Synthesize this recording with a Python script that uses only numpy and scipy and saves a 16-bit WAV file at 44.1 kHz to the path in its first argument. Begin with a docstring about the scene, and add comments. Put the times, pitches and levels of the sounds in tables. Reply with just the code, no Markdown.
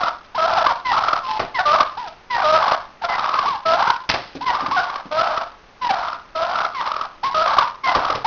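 """A paved yard, where turkeys gobble at each other and squabble with beating wings.
A gobble opens with a falling whistle or a leaping cry, drops to a low held note and breaks into
a rattle with runs of sharp yelps. Feathers slap, wings push air and feet land on the pavement.
Walls echo the birds over faint outdoor air. The microphone is a small camera's: mono, with grit
that follows the loudness and with the treble cut."""
import sys
import numpy as np
from scipy import signal
from scipy.fft import rfft, irfft, next_fast_len
from scipy.io import wavfile

SR = 44100
rng = np.random.default_rng(int(sys.argv[2]) if len(sys.argv) > 2 else 0)


def output_pcm(signal):
    """Save a mono or channel-first signal as 16-bit PCM at the path in sys.argv[1].

    Samples are clipped to [-1, 1] before scaling.
    """
    pcm = np.clip(np.atleast_2d(signal).T, -1, 1) * 32767
    wavfile.write(sys.argv[1], SR, np.round(pcm).astype(np.int16))


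N = 364266
TIME = np.arange(N) / SR


def gobbles(shake_hz=41.0, swing_octaves=.5, throb_db=2.0, flutter_db=3.5, crack_db=-16.5):
    """A whistling syrinx: a little roughness doubles its period, more shakes it into a rattle."""
    pitch, level_db, rough, second_db, gate = gobble_controls()
    doubling = np.clip(rough / .43, 0, 1)
    rattle = np.clip((rough - .32) / .35, 0, 1)
    # the shaking throat chops the tone into chirps, each starting high and dropping to the pitch
    shake = 2 * np.pi * np.cumsum(shake_hz * (1 + .4 * wander(25))) / SR
    pitch = pitch * 2 ** (rattle * swing_octaves * ((1 + np.cos(shake)) / 2) ** 2)
    pitch = pitch * (1 + .016 * wander(130) + .07 * rattle * wander(305))   # jitter
    level_db = level_db + rattle * throb_db * np.sin(shake)
    # even held notes crack for a moment now and then
    cracks = np.clip(wander(70) - 1, 0, 1)
    level_db += crack_db * cracks * (1 + doubling) / 2
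    level_db += flutter_db * rough * wander(250)
    pitch, level_db = with_yelps(pitch, level_db)
    return gate * from_db(level_db) * syrinx(pitch, doubling, second_db)


def gobble_controls():
    """Pitch, level, roughness, second partial and gate; where notes meet, the louder one leads."""
    # Leaping cries. Each row: start and length in seconds, pitch aimed at in Hz, level in dB.
    cries = [(0.348, 0.021, 1143, -22.5), (0.654, 0.043, 1172, -16), (1.972, 0.11, 1061, -25.5),
             (3.017, 0.021, 1050, -26.5), (3.355, 0.0607, 1234, -17), (3.457, .1, 1230, -17),
             (4.409, 0.044, 1100, -24.5), (4.713, .052, 1209, -18.5), (7.233, .044, 1172, -17),
             (7.298, .04, 1050, -27.5), (7.575, 0.062, 1181, -13), (8.246, .05, 1090, -14)]
    # Low held notes. Each row: start and length in seconds, pitch in Hz, level in dB,
    # lift of the second partial in dB.
    holds = [(0.379, 0.078, 645.8, -16.5, 1), (0.914, 0.071, 812, -16.5, -3),
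             (1.589, .018, 724, -14.5, 4.5), (1.655, 0.084, 599.8, -14, 6), (2.431, 0.14, 619, -13.5, 0.5),
             (3.038, 0.016, 666, -17.5, 1), (3.655, 0.091, 650.7, -15.5, 0),
             (4.764, 0.0319, 708.8, -15, 7.5), (5.112, 0.066, 621.4, -20.5, -6.5),
             (5.179, 0.0317, 654.6, -14.5, 5), (6.352, 0.089, 657.2, -21, -1.5),
             (7.346, 0.082, 631, -16, 7)]
    # Rattles. Each row: start and length in seconds, pitch in Hz, first and last level in dB.
    rattles = [(0, 0.093, 676.2, -22.5, -23.5), (0.471, 0.24, 649, -20, -17), (1.003, 0.17, 709, -25, -23),
               (1.74, 0.082, 617.2, -16.5, -20), (2.362, .07, 745, -20.5, -19),
               (2.589, 0.15, 620, -20.5, -19.5), (3.084, .365, 738.7, -24, -24.5),
               (3.77, .14, 795, -19.5, -19.5), (4.508, .2, 757.7, -22, -28), (4.81, 0.19, 700, -27.5, -33),
               (5.229, 0.2, 645.3, -20, -26.5), (5.915, 0.24, 677, -20.5, -32.5),
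               (6.451, 0.21, 670.3, -26.5, -21), (6.805, .25, 760.4, -26.5, -29.5),
               (7.454, 0.17, 659, -19, -18), (7.866, 0.27, 706, -20, -26)]
    controls, weight, gate = np.zeros((4, N)), np.full(N, 1e-12), np.zeros(N)
    for shape, notes in ((cry, cries), (held_note, holds), (rattle_note, rattles)):
        for start, length, *row in notes:
            span, age, envelope = note_window(start, length, attack_s=.0038, release_s=.021)
            pitch, level_db, rough, second_db = np.broadcast_arrays(*shape(age, length, *row))
            power = (envelope * from_db(level_db)) ** 2
            controls[:, span] += power * [pitch, level_db, rough, second_db]
            weight[span] += power
            gate[span] += envelope
    return [*(controls / weight), np.minimum(gate, 1)]


def cry(age, length, top_hz, level_db, fade_db_per_s=78, rough=.1, second_db=-2.5):
    """The pitch leaps up, then sinks ever faster while the note fades."""
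    leap_octaves = .5 * np.exp(-age / .011)
    sink_octaves = .6 * (age / .1) ** 2
    pitch = top_hz * 2 ** -(leap_octaves + sink_octaves)
    return pitch, level_db - fade_db_per_s * age, rough, second_db


def held_note(age, length, hz, level_db, second_db, rise_octaves_per_s=.585, swell_db_per_s=30):
    """Growing effort lifts pitch and level a little, until the note starts to break."""
    from_middle = age - length / 2
    pitch = hz * 2 ** (rise_octaves_per_s * from_middle)
    rough = np.interp(age, [0, length], [.171, .4])
    return pitch, level_db + swell_db_per_s * from_middle, rough, second_db


def rattle_note(age, length, hz, first_db, last_db, second_db=-.5):
    """The voice gets rougher toward the end of the gobble."""
    level_db = np.interp(age, [0, length], [first_db, last_db])
    rough = np.interp(age, [0, length], [.66, .85])
    return hz, level_db, rough, second_db


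def yelps(gap_s=.05):
    """Time, pitch and level of every yelp; a run is filled at the bird's steady pace."""
    # Runs of sharp yelps. Each row: start and length in seconds (0 for a single yelp),
    # pitch in Hz, first level in dB, growth over the run in dB.
    yelp_runs = [(0.035, .048, 1290, -12, -1.5), (0.667, 0, 1113, -7, -2), (0.936, .04, 1280, -18, 2.5),
                 (1.038, .095, 1285, -11.5, 4), (1.762, .045, 1155, -12.5, 7.5),
                 (2.628, .106, 1120, -12, -2.5), (3.194, .148, 1210, -16, 4), (3.39, 0, 1123, -10, 4),
                 (3.826, .051, 970, -10.5, -1), (3.903, 0, 962, -6.5, 0), (4.552, .111, 1156, -15, -1),
                 (4.842, .117, 1120, -19.5, 1.5), (5.376, 0, 1249, -15, 0.5), (5.452, 0, 1203, -24, 3),
                 (6.039, .092, 1326, -22, 4.5), (6.558, .093, 1320, -14, 0), (6.813, .062, 1143, -17.5, 1),
                 (6.918, .095, 1230, -15, -0.5), (7.478, .058, 1150, -12.5, -3), (7.586, 0, 1132, -4, -3),
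                 (7.951, 0, 1143, -11.5, 6), (8.052, .101, 1230, -14.5, 5)]
    for start, length, hz, level_db, growth_db in yelp_runs:
        count = round(length / gap_s) + 1
        yield from np.linspace((start, hz, level_db), (start + length, hz, level_db + growth_db), count)


def with_yelps(pitch, level_db, swoop_s=.0082, glide_octaves=.3, catch_db=-1.5):
    """The throat catches, yelps on a rising pitch, then chirps more softly on the way back down."""
    pitch, level_db = pitch.copy(), level_db.copy()
    for at_s, yelp_hz, yelp_db in yelps():
        span = slice(max(0, int((at_s - .06) * SR)), int((at_s + .06) * SR))
        width_s = .0031 * 2 ** ((yelp_db + 13) / 16)   # twice as long for every 16 dB louder
        for delay_s, direction, softer_db in ((.025, -1, -11.5), (0, 1, 0)):   # way down, yelp
            age = TIME[span] - at_s - delay_s
            chirp_hz = yelp_hz * 2 ** (direction * glide_octaves * np.tanh(age / swoop_s))
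            pitch[span] += (chirp_hz - pitch[span]) * np.exp(-(age / swoop_s) ** 4)
            level_db[span] += catch_db * np.exp(-(age / width_s + 2) ** 2)
            level_db[span] += (yelp_db + softer_db - level_db[span]) * np.exp(-(age / width_s) ** 2)
    return pitch, level_db


def syrinx(pitch, doubling, second_db, half_db=-3.5):
    """Partials of the pitch, and weaker ones halfway between, shaped by the throat; unit power."""
    # Spectrum at the syrinx. Each row: multiple of the pitch, level in dB.
    partials = [(1, 4), (2, -4.5), (2.5, -7.5), (3, -15), (8, -50)]
    # Resonances of throat and beak. Each row: frequency in Hz, gain in dB.
    throat = [(450, -33), (600, -4), (750, 1.5), (950, -0.5), (1280, 7), (1600, 0), (1780, -11),
              (1950, -13), (2200, -4), (2500, -23), (4500, -13)]
    phase = 2 * np.pi * np.cumsum(pitch) / SR
    half_share = doubling * from_db(half_db + 2 * wander(29))
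    voice, power = 0, 0
    for multiple in np.arange(1, 17) / 2:
        gain = gain_at(partials, multiple) * gain_at(throat, multiple * pitch)
        if multiple % 1:
            gain *= half_share
        if multiple == 2:
            gain *= from_db(second_db)
        voice += gain * np.sin(multiple * phase)
        power += gain ** 2 / 2
    return voice / np.sqrt(power)


def whistles(swell_db=3, swell_s=.035, flutter_db=3.5, waver_share=.03):
    """A reedy note swells as it falls, and grows unsteady toward its end."""
    # Whistles that open a gobble or answer one. Each row: start and length in seconds,
    # first and last pitch in Hz, level in dB, second partial in dB.
    notes = [(0.851, 0.07, 1039, 933, -20.5, -2.5), (1.233, 0.079, 1052, 1026, -27.5, -30),
             (1.282, .09, 872, 858, -25.5, -29), (1.546, 0.043, 1075, 898, -21.5, 2.5),
             (2.303, .062, 1019, 912, -21, -1), (3.088, 0.06, 1036, 991.6, -25, 1),
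             (4.461, 0.04, 1059, 949, -18, -7), (5.816, 0.055, 1026, 943, -22, -12),
             (5.891, 0.016, 900, 780, -15, -8.5), (6.744, 0.062, 1130, 933, -26.5, -5),
             (7.838, 0.058, 1086, 1015, -19, -1.5)]
    # The whistle's other partials. Each row: multiple of the pitch, level in dB.
    partials = [(1, 5), (1.5, -16), (2.5, -23), (3, -16.5), (4, -21), (5, -23.5)]
    out, waver, flutter = np.zeros(N), wander(200), wander(170)
    for start, length, first_hz, last_hz, level_db, second_db in notes:
        span, age, envelope = note_window(start, length, attack_s=.005, release_s=.02)
        along = age / length
        pitch = (first_hz + (last_hz - first_hz) * along) * (1 + waver_share * along * waver[span])
        phase = 2 * np.pi * np.cumsum(pitch) / SR
        tone = sum(from_db(db) * np.sin(multiple * phase) for multiple, db in partials + [(2, second_db)])
        note_db = level_db + swell_db * (.5 - np.exp(-age / swell_s))
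        note_db += flutter_db * along * flutter[span]
        out[span] += envelope * from_db(note_db) * rms_one(tone)
    return out


def note_window(start, length, attack_s, release_s):
    """The samples that a note covers, its age in them and its attack-hold-release envelope."""
    corners = [start - attack_s, start + attack_s, start + length, start + length + release_s]
    span = slice(*np.searchsorted(TIME, [corners[0], corners[-1]]))
    return span, np.clip(TIME[span] - start, 0, length), np.interp(TIME[span], corners, [0, 1, 1, 0])


def wings():
    """Stiff feathers slap and rustle, each adding its grain; the wing beats push air in dull thuds."""
    # Slaps of feathers and claws. Each row: start in seconds, level in dB.
    slap_times = [(0.246, -45), (1.395, -25), (2.074, -30.5), (4.090, -15), (4.099, -15.5), (4.139, -22),
                  (4.226, -47), (4.815, -30), (7.950, -21), (8.152, -25)]
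    # Their bright spectrum. Each row: frequency in Hz, level in dB.
    slap_colour = [(150, 0), (600, -7.5), (1200, 5), (2300, 0.5), (3500, 2.5), (5200, 1.5), (6500, -22)]
    # Wing beats. Each row: start in seconds, level in dB.
    wing_beats = [(1.393, -14.5), (1.412, -42), (4.093, -21.5), (4.138, -19), (7.955, -15), (8.098, -23.5),
                  (8.145, -20.5)]
    # Spectrum of the pushed air. Each row: frequency in Hz, level in dB.
    thud_colour = [(40, -4.5), (120, -2), (280, -3.5), (650, 5.5), (1000, 4), (2000, -7.5), (5000, -33)]
    slaps = blows(slap_times, slap_colour, rise_s=.00026, t60=.08, grain_db=4.0)
    rustle = from_db(-22) * blows(slap_times, slap_colour, rise_s=.026, t60=.64, grain_db=3.0)
    thuds = blows(wing_beats, thud_colour, rise_s=.00087, t60=.17, grain_db=3.0)
    return slaps + rustle + thuds


def feet():
    """Feet land on the pavement with soft, low knocks."""
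    # Footfalls. Each row: start in seconds, level in dB.
    footfalls = [(4.350, -21.5), (4.618, -24.5), (4.680, -24.5), (5.052, -30.5)]
    # Spectrum of a footfall. Each row: frequency in Hz, level in dB.
    foot_colour = [(60, -17), (160, -4), (280, 7.5), (400, -9), (600, -8.5), (2000, -32.5)]
    return blows(footfalls, foot_colour, rise_s=.0053, t60=.13, grain_db=2.5)


def blows(events, colour, rise_s, t60, grain_db):
    """Each blow is a puff of grainy noise that falls 60 dB in t60 seconds."""
    envelope = np.zeros(N)
    for start_s, level_db in events:
        start = int(start_s * SR)
        age = TIME[:min(SR // 2, N - start)]
        rise = 1 - np.exp(-age / rise_s)
        envelope[start:start + len(age)] += rise * from_db(level_db - 60 * age / t60)
    return envelope * rms_one(noise(colour) * from_db(grain_db * wander(270)))


def yard_echo(sound, t60=.41, tail_db=-8.0, build_s=.0076):
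    """The walls send two echoes and a diffuse tail back to the microphone, all dulled."""
    age = TIME[:SR]
    tail = rng.standard_normal(SR) * from_db(-60 * age / t60) * (1 - np.exp(-age / build_s))
    response = from_db(tail_db) * tail / np.sqrt(np.sum(tail ** 2))
    for delay_s, echo_db in ((.024, -14.5), (.056, -18.5)):
        response[int(delay_s * SR)] += from_db(echo_db)
    dull = signal.butter(1, 3500, fs=SR, output="sos")
    return signal.fftconvolve(sound, signal.sosfilt(dull, response))[:N]


def outdoor_air(level_db=-48):
    """A faint, steady rush behind the birds."""
    # Spectrum of the open air. Each row: frequency in Hz, level in dB.
    air_colour = [(30, 4), (100, -6), (300, -5.5), (1200, -4), (2000, -10.5), (5500, -22.5)]
    return from_db(level_db) * noise(air_colour)


def from_db(db):
    """Decibels to gain."""
    return 10 ** (np.asarray(db) / 20)


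def rms_one(x):
    """Scale to unit power."""
    return x / np.sqrt(np.mean(x ** 2) + 1e-20)


def gain_at(colour, hz):
    """Read a spectrum on a log-frequency axis."""
    points, level_db = np.transpose(colour)
    return from_db(np.interp(np.log(np.maximum(hz, 1)), np.log(points), level_db))


def noise(colour):
    """Steady noise of a given colour, unit power."""
    size = next_fast_len(N)
    hz = np.arange(size // 2 + 1) * SR / size
    return rms_one(irfft(rfft(rng.standard_normal(size)) * gain_at(colour, hz), size)[:N])


def wander(rate_hz):
    """Smooth random drift up to about rate_hz, unit power."""
    smooth = signal.butter(2, rate_hz, fs=SR, output="sos")
    return rms_one(signal.sosfilt(smooth, rng.standard_normal(N + SR))[SR:])


def high_pass(x, hz):
    """Steep cut below a frequency."""
    return signal.sosfilt(signal.butter(6, hz, "high", fs=SR, output="sos"), x)


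def loudness_of(x, follow_s):
    """Running rms of a sound."""
    keep = np.exp(-1 / (follow_s * SR))
    return np.sqrt(signal.lfilter([1 - keep], [1, -keep], x ** 2) + 1e-12)


def scene():
    """What reaches the microphone: calls, wings and feet, their echo and faint outdoor air."""
    calls = gobbles()
    squabble = wings() + feet()
    birds = high_pass(calls + whistles(), hz=530) + squabble   # a small beak radiates almost no bass
    return (birds + yard_echo(birds) + outdoor_air())[None]


def record(dry, grit_db=-12.5, edge_db=-14, edge_hz=2700, cutoff_hz=6300):
    """The camera adds grit and a reedy edge that follow the loudness, rounds peaks and cuts treble."""
    # Spectrum of the camera's grit. Each row: frequency in Hz, level in dB.
    grit_colour = [(30, -0.5), (3500, 4), (5200, 1), (6200, -14)]
    loudness = loudness_of(dry, follow_s=.0015)
    # sudden rises crackle more than held notes
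    suddenness = np.sqrt(loudness / loudness_of(dry, follow_s=.012))
    grit = from_db(grit_db + 2 * wander(390)) * loudness * suddenness * noise(grit_colour)
    # squaring off the wave gives high overtones that stay locked to the voice
    edge = from_db(edge_db) * high_pass(loudness * np.tanh(2 * dry / loudness), edge_hz)
    rounded = 1.366 * np.tanh((dry + grit + edge) / 1.345)
    return signal.sosfilt(signal.butter(20, cutoff_hz, fs=SR, output="sos"), rounded)


dry = scene()
out = record(dry)
output_pcm(out)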